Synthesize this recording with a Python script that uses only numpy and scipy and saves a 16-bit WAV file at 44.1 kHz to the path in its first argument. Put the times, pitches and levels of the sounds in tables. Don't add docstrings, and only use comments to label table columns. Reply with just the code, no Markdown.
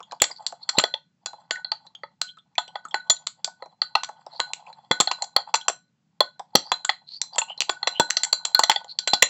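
import sys
import numpy as np
from scipy import signal
from scipy.fft import rfft, irfft
from scipy.io import wavfile
from scipy.ndimage import uniform_filter1d

SR = 44100
rng = np.random.default_rng(int(sys.argv[2]) if len(sys.argv) > 2 else 0)


def master(y):
    cut = np.clip(np.atleast_2d(y).T, -1, 1)
    pcm = np.round(cut * 32767)
    wavfile.write(sys.argv[1], SR, pcm.astype(np.int16))


N = 409688

# (frequency [Hz], relative density [dB])
RUMBLE_SPECTRUM = [(50, -20.5), (162, 4), (263, -11), (384, -22), (8000, -34.5), (10400, -105)]
# (frequency [Hz], t60 [s])
ROOM_DECAY = [(1000, 0.16), (8000, 0.18)]
# (time [s], level [dB])
SWIRL_LEVEL = [(0, -53.5), (.95, -47), (1.081, -111), (1.3, -50), (2.05, -62), (2.199, -83.5),
               (2.45, -91.5), (2.598, -48.5), (3.701, -65), (4.501, -44), (4.85, -49.5), (5.651, -51),
               (5.801, -100), (6.401, -66.5), (6.6, -48.5), (7.099, -68), (7.4, -46), (9.29, -54.5)]
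# (time [s], peak level [dB], starting pitch [Hz], length [s])
SALT_RUBS = [(0.344, -35, 4360, 0.047), (0.605, -31.5, 4150, 0.046), (0.761, -14, 4000, 0.044),
             (2.267, -35.5, 3140, 0.045), (4.305, -33.5, 4090, 0.088), (6.579, -33.5, 4140, 0.15),
             (7.059, -29, 4050, 0.13), (7.325, -32, 4510, 0.031), (7.475, -27, 2850, 0.064),
             (7.921, -26.5, 2860, 0.093), (8.874, -29, 4100, 0.059)]
# (time [s], peak level [dB], pitch [Hz])
LIGHT_TICKS = [(.004, -25.5, 1005), (0.029, -32, 3290), (0.112, -30, 4140), (0.121, -17, 916),
               (0.201, -25.5, 3300), (0.3, -26, 880), (0.311, -25.5, 4730), (0.524, -23, 710),
               (1.332, -29, 830), (1.556, -23.5, 1920), (1.867, -36.5, 4070), (1.95, -29, 3270),
               (2.384, -40.5, 3440), (2.554, -38, 2390), (2.371, -40.5, 1320), (2.679, -28.5, 3140),
               (2.852, -24.5, 1320), (2.885, -40, 7540), (2.91, -32, 3350), (3.165, -28.5, 4020),
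               (3.476, -24, 860), (3.659, -32, 800), (4.09, -25.5, 874), (4.265, -24, 792),
               (4.665, -37.5, 2540), (4.728, -37, 4110), (4.396, -14.5, 1010), (5.611, -27.5, 3240),
               (6.395, -22.5, 833), (7.359, -21.5, 930), (7.577, -26.5, 4150), (8.845, -30.5, 807)]
# (time [s], level of each note before its onset [dB])
BENCH_THUDS = [(0.217, -5), (0.782, 6), (4.91, 5), (5.002, 1), (6.552, 11.5), (7.998, 5.5), (9.134, -1.5)]
WALL_TONES_HZ = [1486, 4097, 4011]
# (t60 [s], wavering [dB], response level when grains and water stir it [dB])
WALL_TONES = [(0.31, 3.5, -18), (0.28, 3.5, -22), (0.25, 8, -22)]
MODES_HZ = [580, 690, 795, 892, 1046, 1263, 1955, 2700, 3270, 3403, 4220, 4480, 5900, 7045, 7422, 7522]
# (level [dB], t60 [s])
MODES = [(-8, 0.045), (-9, 0.04), (-4, 0.051), (-3, 0.057), (-9, 0.04), (-12, 0.064), (-4, 0.022),
         (-17, 0.032), (-9.5, 0.029), (0.5, 0.036), (3.5, 0.018), (0, 0.016), (-8, 0.02), (-16, 0.13),
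         (-1, 0.04), (-14, 0.13)]
ZONE_CENTRES_HZ = [850, 1600, 3400, 4300, 7300]
# (offset [dB], share of low ring [1], share of treble ring [1])
ZONE_ANSWERS = [(-3, 1, 0.22), (0, 0.71, 0.18), (-11, 0.26, 0.22), (-13.5, 0.025, 0.15), (-6, 0.023, 0.89)]
# (time [s], peak level [dB], low ring drive [dB],
# treble ring drive [dB], low wall tone level [dB], high wall tone level [dB])
ROD_BLOWS = [(0.218, 8.5, -16, -14.5, -40, -38), (0.465, -5, -55, -16, -62, -49.5),
             (0.69, -7.5, -37.5, -25, -45.5, -46), (0.784, -0.5, -17.5, -19.5, -31.5, -29),
             (0.838, -2.5, -15, -33, -45, -35), (0.939, -9.5, -16, -45, -61.5, -61.5),
             (1.259, -11, -33, -16, -47.5, -36.5), (1.508, -4.5, -19, -20.5, -29, -38),
             (1.646, -16.5, -23.5, -101, -44.5, -42), (1.717, -9, -22.5, -65, -52.5, -43),
             (2.034, -21.5, -10.5, -93, -72, -63), (2.214, -1, -14.5, -11.5, -38.5, -33.5),
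             (2.58, -5, -5, -19, -38.5, -35), (2.755, -15.5, -4.5, -41, -45, -54),
             (2.942, -7, -6, -30.5, -29.5, -34.5), (3.098, -1, -21.5, -16.5, -41, -63),
             (3.267, -5.5, -27, -7.5, -55.5, -72), (3.444, -4.5, -33.5, -10.5, -42, -50),
             (3.623, -23, 5, -25, -72, -50), (3.817, -4, -20.5, -46, -43, -37.5),
             (3.952, -3, -9, -58, -36, -35), (4.033, -11.5, -32.5, -16, -47, -46),
             (4.4, -1, -21.5, -18.5, -34.5, -28.5), (4.533, -6.5, -29.5, -8.5, -69, -45),
             (4.912, 0, -13.5, -15.5, -29.5, -26.5), (5.001, 0.5, -18.5, -15.5, -53, -44),
             (5.073, -7.5, -24, -59, -35, -39), (5.112, -6.5, -15.5, -24.5, -43, -35),
             (5.221, -10, -41, -10.5, -52.5, -43), (5.363, 3, -16.5, -40.5, -45, -38),
             (5.54, -2, -20.5, -13.5, -36.5, -31.5), (5.682, -1, -19.5, -7, -46, -41),
             (6.205, 0.5, -10.5, -39.5, -38.5, -36.5), (6.553, 5.5, -18.5, -31, -58.5, -32),
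             (6.717, -1.5, -10.5, -24.5, -45, -28.5), (6.847, -7, -32, -5.5, -40.5, -45),
             (6.892, -4, -17.5, -39.5, -49, -36), (7.215, -5, -58, -8, -74, -35),
             (7.382, -5.5, -19.5, -6.5, -40, -56), (7.416, -13.5, -4.5, -46, -62, -45),
             (7.605, -1.5, -35, -20, -57, -38), (7.693, -3, -16.5, -16, -32.5, -45),
             (7.829, -10, -12, -43, -45, -44), (7.872, -3, -11.5, -15, -39.5, -28.5),
             (7.997, 1, -13, -14.5, -25.5, -23.5), (8.102, -0.5, -33.5, -18, -36.5, -36),
             (8.168, -3, -29, -29, -42, -29.5), (8.233, -3.5, -39, -12.5, -41, -43),
             (8.327, -1, -24, -16, -37, -24.5), (8.45, -3.5, -26.5, -22, -51, -31.5),
             (8.547, 1.5, -34.5, -39, -22, -36), (8.592, 2, -22.5, -18, -33, -43),
             (8.634, -1.5, -23, -31, -44, -27.5), (8.696, 5, -24, -22, -33.5, -37),
             (8.76, -8, -19, -55.5, -43, -50.5), (8.987, -4, -58, -24, -45, -36),
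             (9.074, -1, -27.5, -16, -34, -20.5), (9.133, 0.5, -28, -28, -34, -28),
             (9.223, 6, -20.5, -14, -41, -23)]
# (time [s], level relative to its blow [dB])
ROD_BOUNCES = [(0.239, -15.5), (0.794, -5), (3.1057, -14.5), (4.0437, -9), (5.0152, -17), (5.24, -13),
               (5.5546, -8.5), (5.696, -12.5), (7.618, -7), (8.2456, -7), (8.7142, -10)]

RUMBLE_DB = -69
SCRAPE_RISE_PER_S = 1.1
TOUCH_T60, CLICK_T60 = 0.05, 0.02
TWIN_DB = -9
AIR_DRIFT = 0.024
WAVER_DB = 5.5
CROWD_HZ, CROWD_DB = 160, 7.0
CRACK_DB, CRACK_SHARE = 13.5, 0.58
MIC_HZ, EDGE_HZ = 7900, 16600


def gain_of(db):
    return 10 ** (np.asarray(db) / 20)


def evened(x):
    return x / np.sqrt(np.mean(x ** 2) + 1e-20)


def read(points_hz, values, hz):
    return np.interp(np.log(hz + 1), np.log(np.add(points_hz, 1)), values)


def add(mix, s, sound):
    part = mix[round(s * SR):][:len(sound)]
    part += sound[:len(part)]


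def waver(depth_db, count):
    steps = evened(uniform_filter1d(rng.standard_normal((count, 160)), 5, 1))
    return uniform_filter1d(depth_db * steps.repeat(100, 1), 200, 1)


def glass(hz):
    modes = [(f, db, t60) for f, (db, t60) in zip(MODES_HZ, MODES)]
    modes += [(f, db, t60) for f, (t60, _, db) in zip(WALL_TONES_HZ, WALL_TONES)]
    return sum(gain_of(db) * t60 / 3.2 / (1 + 1j * (hz - f) * t60) for f, db, t60 in modes)


def rumble():
    hz = np.fft.rfftfreq(N, 1 / SR)
    colour = gain_of(read(*np.transpose(RUMBLE_SPECTRUM), hz))
    noise = irfft(rfft(rng.standard_normal(N)) * colour, N)
    return gain_of(RUMBLE_DB) * evened(noise)


def lab(x):
    taps = np.zeros(SR // 2)
    at = np.arange(120, SR // 2 - 20, 20)
    taps[at + rng.integers(0, 20, len(at))] = rng.choice([-1., 1.], len(at))
    hz, t, z = signal.stft(taps, SR, nperseg=256)
    t60 = read(*np.transpose(ROOM_DECAY), hz)[:, None]
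    tail = signal.istft(z * gain_of(-60 * t / t60), SR, nperseg=256)[1]
    return signal.fftconvolve(x, tail / np.linalg.norm(tail))[:N]


def slosh(patchy_db=4.0, surge_db=6.5, grit_db=4.0, tilt_db=1.5, dull_db=-9,
          air_db=-21, air_hz=850, width_hz=130):
    frames, hz = N // 64 + 5, np.fft.rfftfreq(256, 1 / SR)
    a, b, patches = rng.standard_normal((frames, len(hz), 3)).T
    patches = evened(uniform_filter1d(uniform_filter1d(patches, 4, 0), 18, 1))
    surges = evened(uniform_filter1d(rng.standard_normal(frames), 22))
    knocks = np.minimum(uniform_filter1d(rng.exponential(1, (frames, 8)), 2, 0), 5)
    grit = knocks.repeat(17, 1)[:, :len(hz)].T
    z = (a + 1j * b) * gain_of(patchy_db * patches + surge_db * surges + grit_db * grit)
    wash = signal.istft(z, nperseg=256, noverlap=192)[1][:N]
    fine_hz = np.fft.rfftfreq(N, 1 / SR)
    air = gain_of(air_db) / (1 + ((fine_hz - air_hz) / width_hz) ** 2)
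    tilt = tilt_db * np.log2(fine_hz / 1000 + .01)
    colour_db = tilt - 64 * (fine_hz < 480) + dull_db * (fine_hz > 5000)
    colour = (abs(glass(fine_hz)) + air) * gain_of(colour_db)
    swirl_db = np.interp(np.arange(N) / SR, *np.transpose(SWIRL_LEVEL))
    return evened(irfft(rfft(wash) * colour, N)) * gain_of(swirl_db)


def rubs(sharpness=22, wide_db=7, lumpy_db=3.5, skew=1.4):
    out, t, hz = np.zeros(N), np.arange(8192) / SR, np.fft.rfftfreq(8192, 1 / SR)
    for s, peak_db, pitch_hz, length in SALT_RUBS:
        grains, other, lumps = rng.standard_normal((3, 8192))
        swell = np.sin(np.pi * np.minimum(t / length, 1) ** skew)
        stroke = swell * gain_of(lumpy_db * evened(uniform_filter1d(lumps, 200)))
        r = np.exp(-2 * np.pi * pitch_hz / sharpness / SR)
        slow = signal.lfilter([(1 - r) ** 2], [1, -2 * r, r ** 2], (grains + 1j * other) * stroke)
        cycles = pitch_hz * (t + SCRAPE_RISE_PER_S * t ** 2 / 2)
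        band = 2 * (slow * np.exp(2j * np.pi * cycles)).real
        wide = gain_of(wide_db) * rfft(grains * stroke) * glass(hz)
        sound = irfft(rfft(band) * (1 + glass(hz)) + wide)
        add(out, s, gain_of(peak_db) * sound / abs(sound).max())
    return out


def ticks(width_hz=150, wide_db=9, dull_hz=4500, click_db=-21, ragged_db=9.5):
    out, t, hz = np.zeros(N), np.arange(8192) / SR, np.fft.rfftfreq(8192, 1 / SR)
    for s, peak_db, pitch_hz in LIGHT_TICKS:
        touch, click, ragged = rng.standard_normal((3, 8192))
        patch = 1 / (1 + 1j * (hz - pitch_hz) / width_hz) ** 2
        whole = gain_of(wide_db) * glass(hz) / (1 + (hz / dull_hz) ** 4)
        ring = rfft(touch * gain_of(-60 * t / TOUCH_T60)) * (patch * (1 + glass(hz)) + whole)
        ragged_colour = gain_of(ragged_db * evened(uniform_filter1d(ragged[:len(hz)], 100)))
        click = irfft(rfft(click) * ragged_colour)
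        sound = irfft(ring) + gain_of(click_db - 60 * t / CLICK_T60) * evened(click)
        add(out, s, gain_of(peak_db) * sound / abs(sound).max())
    return out


def thuds():
    out, t = np.zeros(N), np.arange(2048) / SR
    onset = 1 - np.exp(-t / 0.0072)
    for s, level_db in BENCH_THUDS:
        thud = sum(np.sin(2 * np.pi * hz * t) for hz in (250, 380, 520))
        add(out, s, gain_of(level_db - 60 * t / 0.01) * thud * onset)
    return out


def wall(low_db, high_db):
    t = np.arange(16000) / SR
    t60, depth_db, _ = np.transpose(WALL_TONES)[:, :, None]
    size_db = np.c_[[low_db, high_db, high_db + TWIN_DB]] + waver(depth_db, count=len(WALL_TONES))
    cycles = np.c_[WALL_TONES_HZ] * t + rng.random((len(WALL_TONES), 1))
    tones = gain_of(size_db - 60 * t / t60) * np.sin(2 * np.pi * cycles)
    return tones.sum(0) * (1 - np.exp(-t / 0.00033))


def blow(crack_level_db, zone_db, ring_db=5, spread_db=5.0, crack_db=-7, crack_t60=0.024,
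         contact_s=0.0015):
    t, hz = np.arange(9000) / SR, np.fft.rfftfreq(2048, 1 / SR)
    count, centre_hz = len(MODES), np.c_[MODES_HZ]
    db, t60 = np.transpose(MODES)[:, :, None]
    spot, drift, band = rng.standard_normal((count, 3, 1)).transpose(1, 0, 2)
    mode_hz = centre_hz * (1 + AIR_DRIFT * drift * (centre_hz < 1100))
    size_db = db + read(ZONE_CENTRES_HZ, zone_db, mode_hz) + ring_db + spread_db * spot
    size_db = size_db + waver(WAVER_DB, count=count)[:, :len(t)]
    cycles = mode_hz * t + rng.random((count, 1))
    sound = (gain_of(size_db - 60 * t / t60) * np.sin(2 * np.pi * cycles)).sum(0)
    crowd = gain_of(CROWD_DB * band) / (1 + ((hz - mode_hz) / CROWD_HZ) ** 2)
    colour = np.linalg.norm(crowd, axis=0) * gain_of(read(ZONE_CENTRES_HZ, zone_db, hz))
    chatter = evened(irfft(rfft(rng.standard_normal(2048)) * colour))
    chatter *= gain_of(7.8 * evened(uniform_filter1d(rng.standard_normal(2048), 60)))
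    sound[:2048] += gain_of(crack_level_db + crack_db - 60 * t[:2048] / crack_t60) * chatter
    return sound * (1 - np.exp(-(t / contact_s) ** 2))


def strike(peak_db, low_db, treble_db):
    offset_db, low, treble = np.transpose(ZONE_ANSWERS)
    zone_db = offset_db + low * low_db + treble * treble_db
    sound = blow(CRACK_DB + CRACK_SHARE * treble_db, zone_db)
    return gain_of(peak_db) * sound / abs(sound).max()


def blows():
    out, rows = np.zeros(N), np.array(ROD_BLOWS)
    for s, *how, low_db, high_db in rows:
        add(out, s, strike(*how))
        add(out, s, wall(low_db, high_db))
    for s, weaker_db in ROD_BOUNCES:
        _, peak_db, *colour, _, _ = rows[rows[:, 0] < s][-1]
        add(out, s, strike(peak_db + weaker_db, *colour))
    return out


def scene():
    small = blows() + ticks() + rubs() + slosh()
    no_bass = signal.butter(2, 380, "high", fs=SR, output="sos")
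    beaker = signal.sosfilt(no_bass, small) + thuds()
    return (beaker + gain_of(-13.5) * lab(beaker) + rumble())[None]


def record(dry):
    thin = signal.sosfilt(signal.butter(2, 120, "high", fs=SR, output="sos"), dry)
    mic = signal.firwin(301, MIC_HZ, window=("kaiser", 10), fs=SR)
    narrow = signal.oaconvolve(thin, mic[None], "same")
    clipped = narrow / (1 + (narrow / .72) ** 8) ** (1 / 8)
    edge = signal.firwin(511, EDGE_HZ, window=("kaiser", 9), fs=SR)
    return signal.oaconvolve(clipped, edge[None], "same")


dry = scene()
out = record(dry)
master(out)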